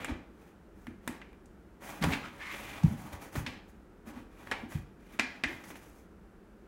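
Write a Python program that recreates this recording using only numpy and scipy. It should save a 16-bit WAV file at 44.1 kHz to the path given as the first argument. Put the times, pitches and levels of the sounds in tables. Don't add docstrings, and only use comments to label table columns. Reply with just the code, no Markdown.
import sys
import numpy as np
from scipy import signal
from scipy.fft import rfft, irfft
from scipy.io import wavfile

SR = 44100
rng = np.random.default_rng(int(sys.argv[2]) if len(sys.argv) > 2 else 0)


def unload_wav(signal):
    wavfile.write(
        sys.argv[1],
        SR,
        np.round(np.clip(np.atleast_2d(signal).T, -1, 1) * 32767).astype(np.int16),
    )


N = 294147
CUTOFF_HZ = 15750


def from_db(db):
    return 10 ** (np.asarray(db) / 20)


def rms_one(x):
    return x / np.sqrt(np.mean(x ** 2) + 1e-20)


def burst_one(x):
    return x / np.sqrt(np.sum(x ** 2) / (.01 * SR) + 1e-20)


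def at_hz(points, hz):
    knots, values = np.transpose(points)
    return np.interp(np.log(np.maximum(hz, 1)), np.log(knots), values)


def add(track, s, sound):
    start = max(round(s * SR), 0)
    track[start:start + len(sound)] += sound[:N - start]


def drift(rate):
    targets = rng.standard_normal(N)
    return rms_one(np.interp(np.arange(N) / SR * rate, np.arange(N), targets))


def colour(x, spectrum, size=8192):
    hz = np.arange(size // 2 + 1) * SR / size
    bass_cut = (hz ** 2 + 1) / (hz ** 2 + 20 ** 2)
    gain = from_db(at_hz(spectrum, hz)) * bass_cut
    cepstrum = irfft(np.log(gain))
    cepstrum[1:size // 2] *= 2
    cepstrum[size // 2 + 1:] = 0
    response = irfft(np.exp(rfft(cepstrum)))
    return signal.fftconvolve(x, response)[:len(x)]


def resonate(x, modes):
    out = 0
    for k, (hz, width, db) in enumerate(modes):
        r = np.exp(-np.pi * width / SR)
        poles = [1, -2 * r * np.cos(2 * np.pi * hz / SR), r * r]
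        gain = (-1) ** k * from_db(db) * (1 - r * r) / 2
        out = out + gain * signal.lfilter([1, 0, -1], poles, x + 1e-18)
    return out


def slips(per_s, spread_db, size):
    strength = from_db(spread_db * np.minimum(rng.exponential(1, size), 4))
    happens = rng.random(size) < per_s / SR
    return strength * rng.choice([-1, 1], size) * happens


# f/Hz, level/dB (relative)
QUIET_COLOUR = [(13, -25), (22, 0.5), (61, 0.5), (100, -11), (125, -21.5), (194, -1), (263, -12),
                (319, -5.5), (469, -13), (510, -16.5), (792, -28.5), (861, -39.5), (1380, -22), (2140, -37),
                (16000, -59.5)]


def quiet_room():
    return from_db(-55.5) * rms_one(colour(rng.standard_normal(N), QUIET_COLOUR))


# f/Hz, level/dB (relative)
HISS_COLOUR = [(80, 9.5), (450, 1.5), (850, 0), (1400, -5.5), (2200, -11), (4000, -24), (8000, -24.5),
               (16000, -28)]


def steady_hiss():
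    return from_db(-63) * rms_one(colour(rng.standard_normal(N), HISS_COLOUR))


# f/Hz, t/s
ROOM_DECAY = [(130, 0.51), (280, 0.59), (800, 0.58), (2200, 0.46), (5000, 0.5), (9000, 0.26), (15000, 0.18)]


def echo(x, wet_db, size=32768):
    t, tail = np.arange(size) / SR, 0
    hz = np.arange(size // 2 + 1) * SR / size
    white = rfft(rng.standard_normal(size))
    centres = [f for f, t60 in ROOM_DECAY]
    for share, (centre, t60) in zip(np.eye(len(centres)), ROOM_DECAY):
        band = irfft(white * at_hz(list(zip(centres, share)), hz))
        tail = tail + band * from_db(-60 * t / t60)
    tail = tail * np.clip(t / 0.0043, 0, 1) ** 2
    tail = tail / np.sqrt(np.sum(tail ** 2))
    return from_db(wet_db) * signal.fftconvolve(x, tail)[:N]


def bulge(t, hz, swell_s):
    return np.sin(2 * np.pi * hz * t) / np.cosh(t / swell_s)


REBOUND_S, REBOUND_PITCH = 0.02693, 1.166
ROCK_HZ, ROCK_LAG_S, ROCK_SWELL_S, ROCK_DB = 95, 0.0213, .02, -22.5
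SHUDDER_DB, SHUDDER_S = -18, 0.025
SHUDDER_LOW_HZ, SHUDDER_HIGH_HZ = 32, 238
# f/Hz, width f/Hz, level/dB
CARTON_MODES = [(61, 20, 7), (100, 5, -2), (159, 24, 1.5), (183.7, 42, 1.5), (235, 10, 2), (298, 45, -7),
                (350, 20, 14)]
# middle t/s, level/dB, pitch f/Hz, swell and decay time constant t/s, loss per rebound level/dB
THUMPS = [(0.119, -29.5, 73.5, 0.0039, 16), (0.104, -38.5, 278, 0.0056, 5.5),
          (.884, -32.5, 236, 0.0023, 9.5), (1.096, -30.5, 242, 0.0016, 8.5), (2.021, -23.5, 190, 0.0034, 2),
          (2.046, -28, 142, 0.0076, 14), (2.076, -25, 163, 0.009, 13), (2.063, -31, 86, 0.007, 22),
          (2.847, -10, 164.5, 0.0034, 20), (2.915, -30.5, 204, 0.0071, 11), (3.141, -35, 85, 0.0026, 18),
          (3.368, -29.5, 195, 0.0022, 11), (3.383, -24, 95, 0.0031, 8), (3.49, -44, 93, 0.0062, 16),
          (4.08, -39.5, 219, 0.0031, 8), (4.175, -37.5, 250, .007, 10.5), (4.639, -33, 235, 0.0032, 7.5),
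          (4.7569, -23, 128, 0.0027, 35), (5.462, -35, 70, 0.0026, 23), (5.467, -37, 285, 0.0064, 7)]


def thumps(count=3):
    out, t = np.zeros(N), np.arange(-SR // 10, SR // 5) / SR
    bass = signal.butter(4, [SHUDDER_LOW_HZ, SHUDDER_HIGH_HZ], "band", fs=SR, output="sos")
    for s, db, hz, swell_s, loss_db in THUMPS:
        wall = 0
        for k in range(count):
            swing = bulge(t - k * REBOUND_S, hz * REBOUND_PITCH ** k, swell_s)
            wall = wall + from_db(-loss_db * k) * swing
        rock = from_db(ROCK_DB) * bulge(t - ROCK_LAG_S, ROCK_HZ, ROCK_SWELL_S)
        rumble = rms_one(signal.sosfilt(bass, rng.standard_normal(len(t))))
        shudder = rumble * np.clip(t / swell_s, 0, 1) * np.exp(-t / SHUDDER_S)
        add(out, s + t[0], from_db(db) * (wall + rock + from_db(SHUDDER_DB) * shudder))
    return out + from_db(-16) * resonate(out, CARTON_MODES)


# middle t/s, length t/s, level/dB, f/Hz, width f/Hz
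STROKES = [(0.105, 0.073, -49.5, 470, 298), (2.049, 0.056, -37, 920, 240), (2.255, 0.085, -47, 1320, 200),
           (2.424, 0.091, -47, 1730, 88.4), (2.483, 0.24, -45, 2110, 170), (2.488, 0.22, -49, 1110, 250),
           (2.819, .3, -51.5, 810, 260), (3.083, 0.42, -53.5, 820, 254), (4.166, 0.17, -57, 953, 298)]


def strokes():
    out = np.zeros(N)
    for s, length_s, db, hz, width_hz in STROKES:
        swell = signal.windows.hann(round(length_s * SR))
        tone = rms_one(resonate(slips(1500, 0.9, len(swell)), [(hz, width_hz, 0)]))
        add(out, s - length_s / 2, from_db(db) * swell * tone)
    return out


RATTLE_HZ, RATTLE_WIDTH_HZ, RATTLE_DB = 3420, 1740, -10
RING_BODY = 0.16
CRACK_HZ, CRACK_CHATTER_S, CRACK_FALL = 8870, 0.003, 0.82
# f/Hz, level/dB (relative)
CARD_COLOUR = [(80, 3.5), (250, 2.5), (450, 6.5), (850, 11.5), (1400, 8), (2500, 3.5), (3500, -8),
               (5000, -11.5), (8000, -14), (13000, -26), (16000, -40)]
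# f/Hz, level/dB (relative)
RASP_COLOUR = [(700, -5.5), (1400, 0), (2200, 3), (3300, -1), (4800, -14.5), (8000, -20), (16000, -75)]
# f/Hz, width f/Hz, level/dB
CELL_MODES = [(286, 38, 9.5), (555, 24, 8), (584, 130, -4), (820, 18, 2.5), (940, 66, -8.5),
              (1215, 160, -5.5), (1260, 98, -28)]
# f/Hz, width f/Hz, level/dB
DIVIDER_MODES = [(1620, 150, 0.5), (2020, 59, 7.5), (2110, 75, 2.5), (2395, 127, 7.5), (2720, 150, -30),
                 (3420, 620, -9.5)]
# t/s, level/dB, chatter time constant t/s,
# then wall thud, edge ring and crack, each level/dB relative to the flick
FLICKS = [(0.0458, -42.5, 0.0033, -9, 2.5, -4), (.093, -47.5, 0.01, 9.5, -17, -30),
          (.869, -54, 0.0033, 2, 2.5, -14.5), (1.0766, -38, 0.0031, -4, -2.5, -5),
          (1.216, -54, .0035, -15, 5, -30), (1.33, -69.5, 0.0018, 8, 4.5, -11),
          (1.458, -72, 0.0043, -20, -20, 5), (1.836, -60, 0.0054, -2, 5, -7),
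          (2.025, -38, 0.0075, -3, -1, -5.5), (2.039, -35, 0.0051, 7, -17, -24),
          (2.134, -39, 0.011, -2, -2, -2.5), (2.254, -56, 0.0075, -15, 9, -14),
          (2.834, -57.5, 0.0058, 22, -12, 1), (3.355, -39.5, 0.0088, 0.5, -10, -28),
          (3.4638, -44, 0.013, 1.5, 3.5, 4.5), (4.473, -49, 0.0025, -22, -5, -32),
          (4.5141, -31.5, 0.012, -39, -1.5, -11), (4.721, -49, 0.0069, -5, -8, -14),
          (5.19, -46, 0.005, 4, 5, -15), (5.1952, -34.5, 0.0067, -2, 10, -1.5),
          (5.437, -36, 0.0069, -5.5, 9.5, -6.5), (5.639, -53, 0.0069, -4, -6, -8),
          (5.704, -49, 0.019, 0.5, -2.5, -16), (5.756, -52.5, 0.0084, -26, 0, -18)]


def flicks(size=8192):
    out, t = np.zeros(N), np.arange(size) / SR
    for s, db, chatter_s, thud_db, ring_db, crack_db in FLICKS:
        chatter = burst_one(slips(4500, 0.5, size) * np.exp(-t / chatter_s))
        release = burst_one(1.0 * (t == 0))
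        force = chatter + .5 * release
        cells = burst_one(resonate(force, CELL_MODES))
        card = burst_one(burst_one(colour(force, CARD_COLOUR)) + 0.14 * cells)
        thud = from_db(thud_db) * burst_one(resonate(force, [(250, 29.5, 0)]))
        rasp = burst_one(colour(force, RASP_COLOUR))
        rattle = from_db(RATTLE_DB) * burst_one(resonate(rasp, [(RATTLE_HZ, RATTLE_WIDTH_HZ, 0)]))
        bending = burst_one(resonate(rasp, DIVIDER_MODES))
        ring = from_db(ring_db) * burst_one(bending + rattle + RING_BODY * rasp)
        fibres = slips(16000, 0.47, size) * np.exp(-t / (0.82 * chatter_s))
        crack_hz = min(CRACK_HZ * (CRACK_CHATTER_S / chatter_s) ** CRACK_FALL, CUTOFF_HZ)
        edge = [(crack_hz, 1.0 * crack_hz, 0)]
        crack = from_db(crack_db) * burst_one(resonate(resonate(fibres, edge), edge))
        add(out, s, from_db(db) * (card + thud + ring + crack))
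    return out


def rub_envelope(start_s, attack_s, length_s, release_s):
    t = np.maximum(np.arange(N) / SR - start_s, 0)
    swell = np.sin(np.pi / 2 * np.minimum(t / attack_s, 1)) ** 2
    return swell * np.exp(-np.clip((t - length_s) / release_s, 0, 20))


SLIDE_RELEASE_S, SCRATCH_RELEASE_S = 0.038, 0.016
RASP_SHARE_DB = -7
PRESSURE_DB, PRESSURE_PER_S = 2.7, 22
SNAGS_PER_S, SNAG_SPREAD_DB, SNAG_DB = 82, 3, -16.5
# f/Hz, level/dB (relative)
DRAG_COLOUR = [(40, 4), (80, 3.5), (130, 3.5), (260, -0.5), (450, -10), (650, -4), (850, -2), (1300, -6),
               (1900, -7), (4000, -44.5), (16000, -40)]
# f/Hz, level/dB (relative)
FUR_COLOUR = [(1500, -25), (4000, -6.5), (6500, 1), (8000, -3), (10000, -1.5), (12000, 0), (14000, -8),
              (16000, 0.5)]
# start t/s, attack t/s, length t/s, drag level/dB, fur hiss level/dB
SLIDES = [(0.0, 0.0019, 0.018, -45.5, -61), (0.068, 0.026, 0.015, -40, -80), (0.262, 0.19, .22, -64, -72.5),
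          (0.723, 0.098, .16, -67.5, -71.5), (0.997, 0.11, .15, -57, -66), (1.786, 0.089, 0.13, -49, -55.5),
          (1.895, 0.034, 0.088, -50, -57.5), (2.004, 0.028, 0.07, -37.5, -49),
          (2.061, 0.032, 0.05, -37, -47.5), (2.128, .02, 0.26, -56, -67.5), (2.356, 0.18, 0.29, -50.5, -57),
          (2.56, .03, 0.33, -53.5, -59.5), (2.728, 0.12, 0.2, -52.5, -60), (2.952, 0.038, 0.11, -53, -58),
          (3.111, 0.031, 0.021, -46.5, -54.5), (3.188, 0.038, 0.045, -51.5, -56.5),
          (3.298, 0.065, 0.085, -46.5, -51.5), (3.42, 0.027, 0.064, -52, -66), (3.67, .03, 0.029, -63, -66),
          (4.045, 0.037, 0.11, -57.5, -66), (4.109, 0.046, 0.076, -49, -62),
          (4.251, 0.24, .38, -56.5, -67.5), (4.67, 0.046, 0.088, -54.5, -57.5),
          (4.97, 0.06, 0.33, -63.5, -70.5), (5.25, 0.034, 0.27, -62, -78), (5.452, 0.029, 0.15, -53.5, -63),
          (5.6, 0.043, .05, -55.5, -59.5), (5.666, 0.038, 0.034, -55.5, -55), (5.74, .02, 0.02, -55, -56.5),
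          (5.798, 0.032, 0.049, -57, -61), (5.866, 0.023, 0.11, -64, -66)]
# start t/s, attack t/s, length t/s, level/dB
SCRATCHES = [(0.0, 0.0017, 0.059, -50.5), (2.015, .015, .025, -49), (2.113, 0.021, .02, -31.5),
             (2.194, .05, 0.09, -54.5), (2.376, 0.084, 0.17, -46.5), (2.543, 0.019, 0.24, -52.5),
             (3.48, .04, 0.095, -63.5), (4.546, 0.045, 0.051, -66), (4.732, 0.023, 0.04, -54.5),
             (5.002, .03, 0.37, -66)]


def rubbing():
    drag_gain = fur_gain = 0
    for s, attack_s, length_s, drag_db, fur_db in SLIDES:
        contact = rub_envelope(s, attack_s, length_s, SLIDE_RELEASE_S)
        drag_gain = np.maximum(drag_gain, from_db(drag_db) * contact)
        fur_gain = np.maximum(fur_gain, from_db(fur_db) * contact)
    rasp_gain = from_db(RASP_SHARE_DB) * drag_gain
    for s, attack_s, length_s, db in SCRATCHES:
        contact = rub_envelope(s, attack_s, length_s, SCRATCH_RELEASE_S)
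        rasp_gain = np.maximum(rasp_gain, from_db(db) * contact)

    grip = drift(130)
    pads = rms_one(colour(slips(2000, 3.4, N), DRAG_COLOUR))
    cells = rms_one(resonate(slips(1200, 4.5, N), CELL_MODES))
    drag = rms_one(pads + 0.78 * cells) * drag_gain * from_db(1.54 * grip)

    claws = rms_one(colour(slips(3500, 0.55, N), RASP_COLOUR))
    dividers = rms_one(resonate(slips(1500, 2.2, N), DIVIDER_MODES))
    rasp = rms_one(claws + 0.75 * dividers) * rasp_gain * from_db(1.8 * grip)

    fur = rms_one(colour(slips(9000, 1.7, N), FUR_COLOUR)) * fur_gain * from_db(1.47 * grip)
    catches = rms_one(colour(slips(SNAGS_PER_S, SNAG_SPREAD_DB, N), CARD_COLOUR))
    snags = catches * drag_gain * from_db(SNAG_DB)
    pressure = from_db(PRESSURE_DB * drift(PRESSURE_PER_S))
    return (drag + rasp + fur + snags) * pressure


def scene(count=3):
    background = quiet_room() + steady_hiss()
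    thump = thumps()
    rub = rubbing() + strokes()
    flick = flicks() + sum(echo(flicks(), wet_db=-12.0) for way in range(count))
    thump_in_room = thump + echo(thump, wet_db=-12)
    rub_in_room = rub + echo(rub, wet_db=-8)
    return (background + thump_in_room + flick + rub_in_room)[None]


def record(dry):
    bass_cut = signal.butter(4, 30, "high", fs=SR, output="sos")
    top_cut = signal.ellip(10, .2, 80, CUTOFF_HZ, fs=SR, output="sos")
    return signal.sosfilt(top_cut, signal.sosfilt(bass_cut, dry))


dry = scene()
out = record(dry)
unload_wav(out)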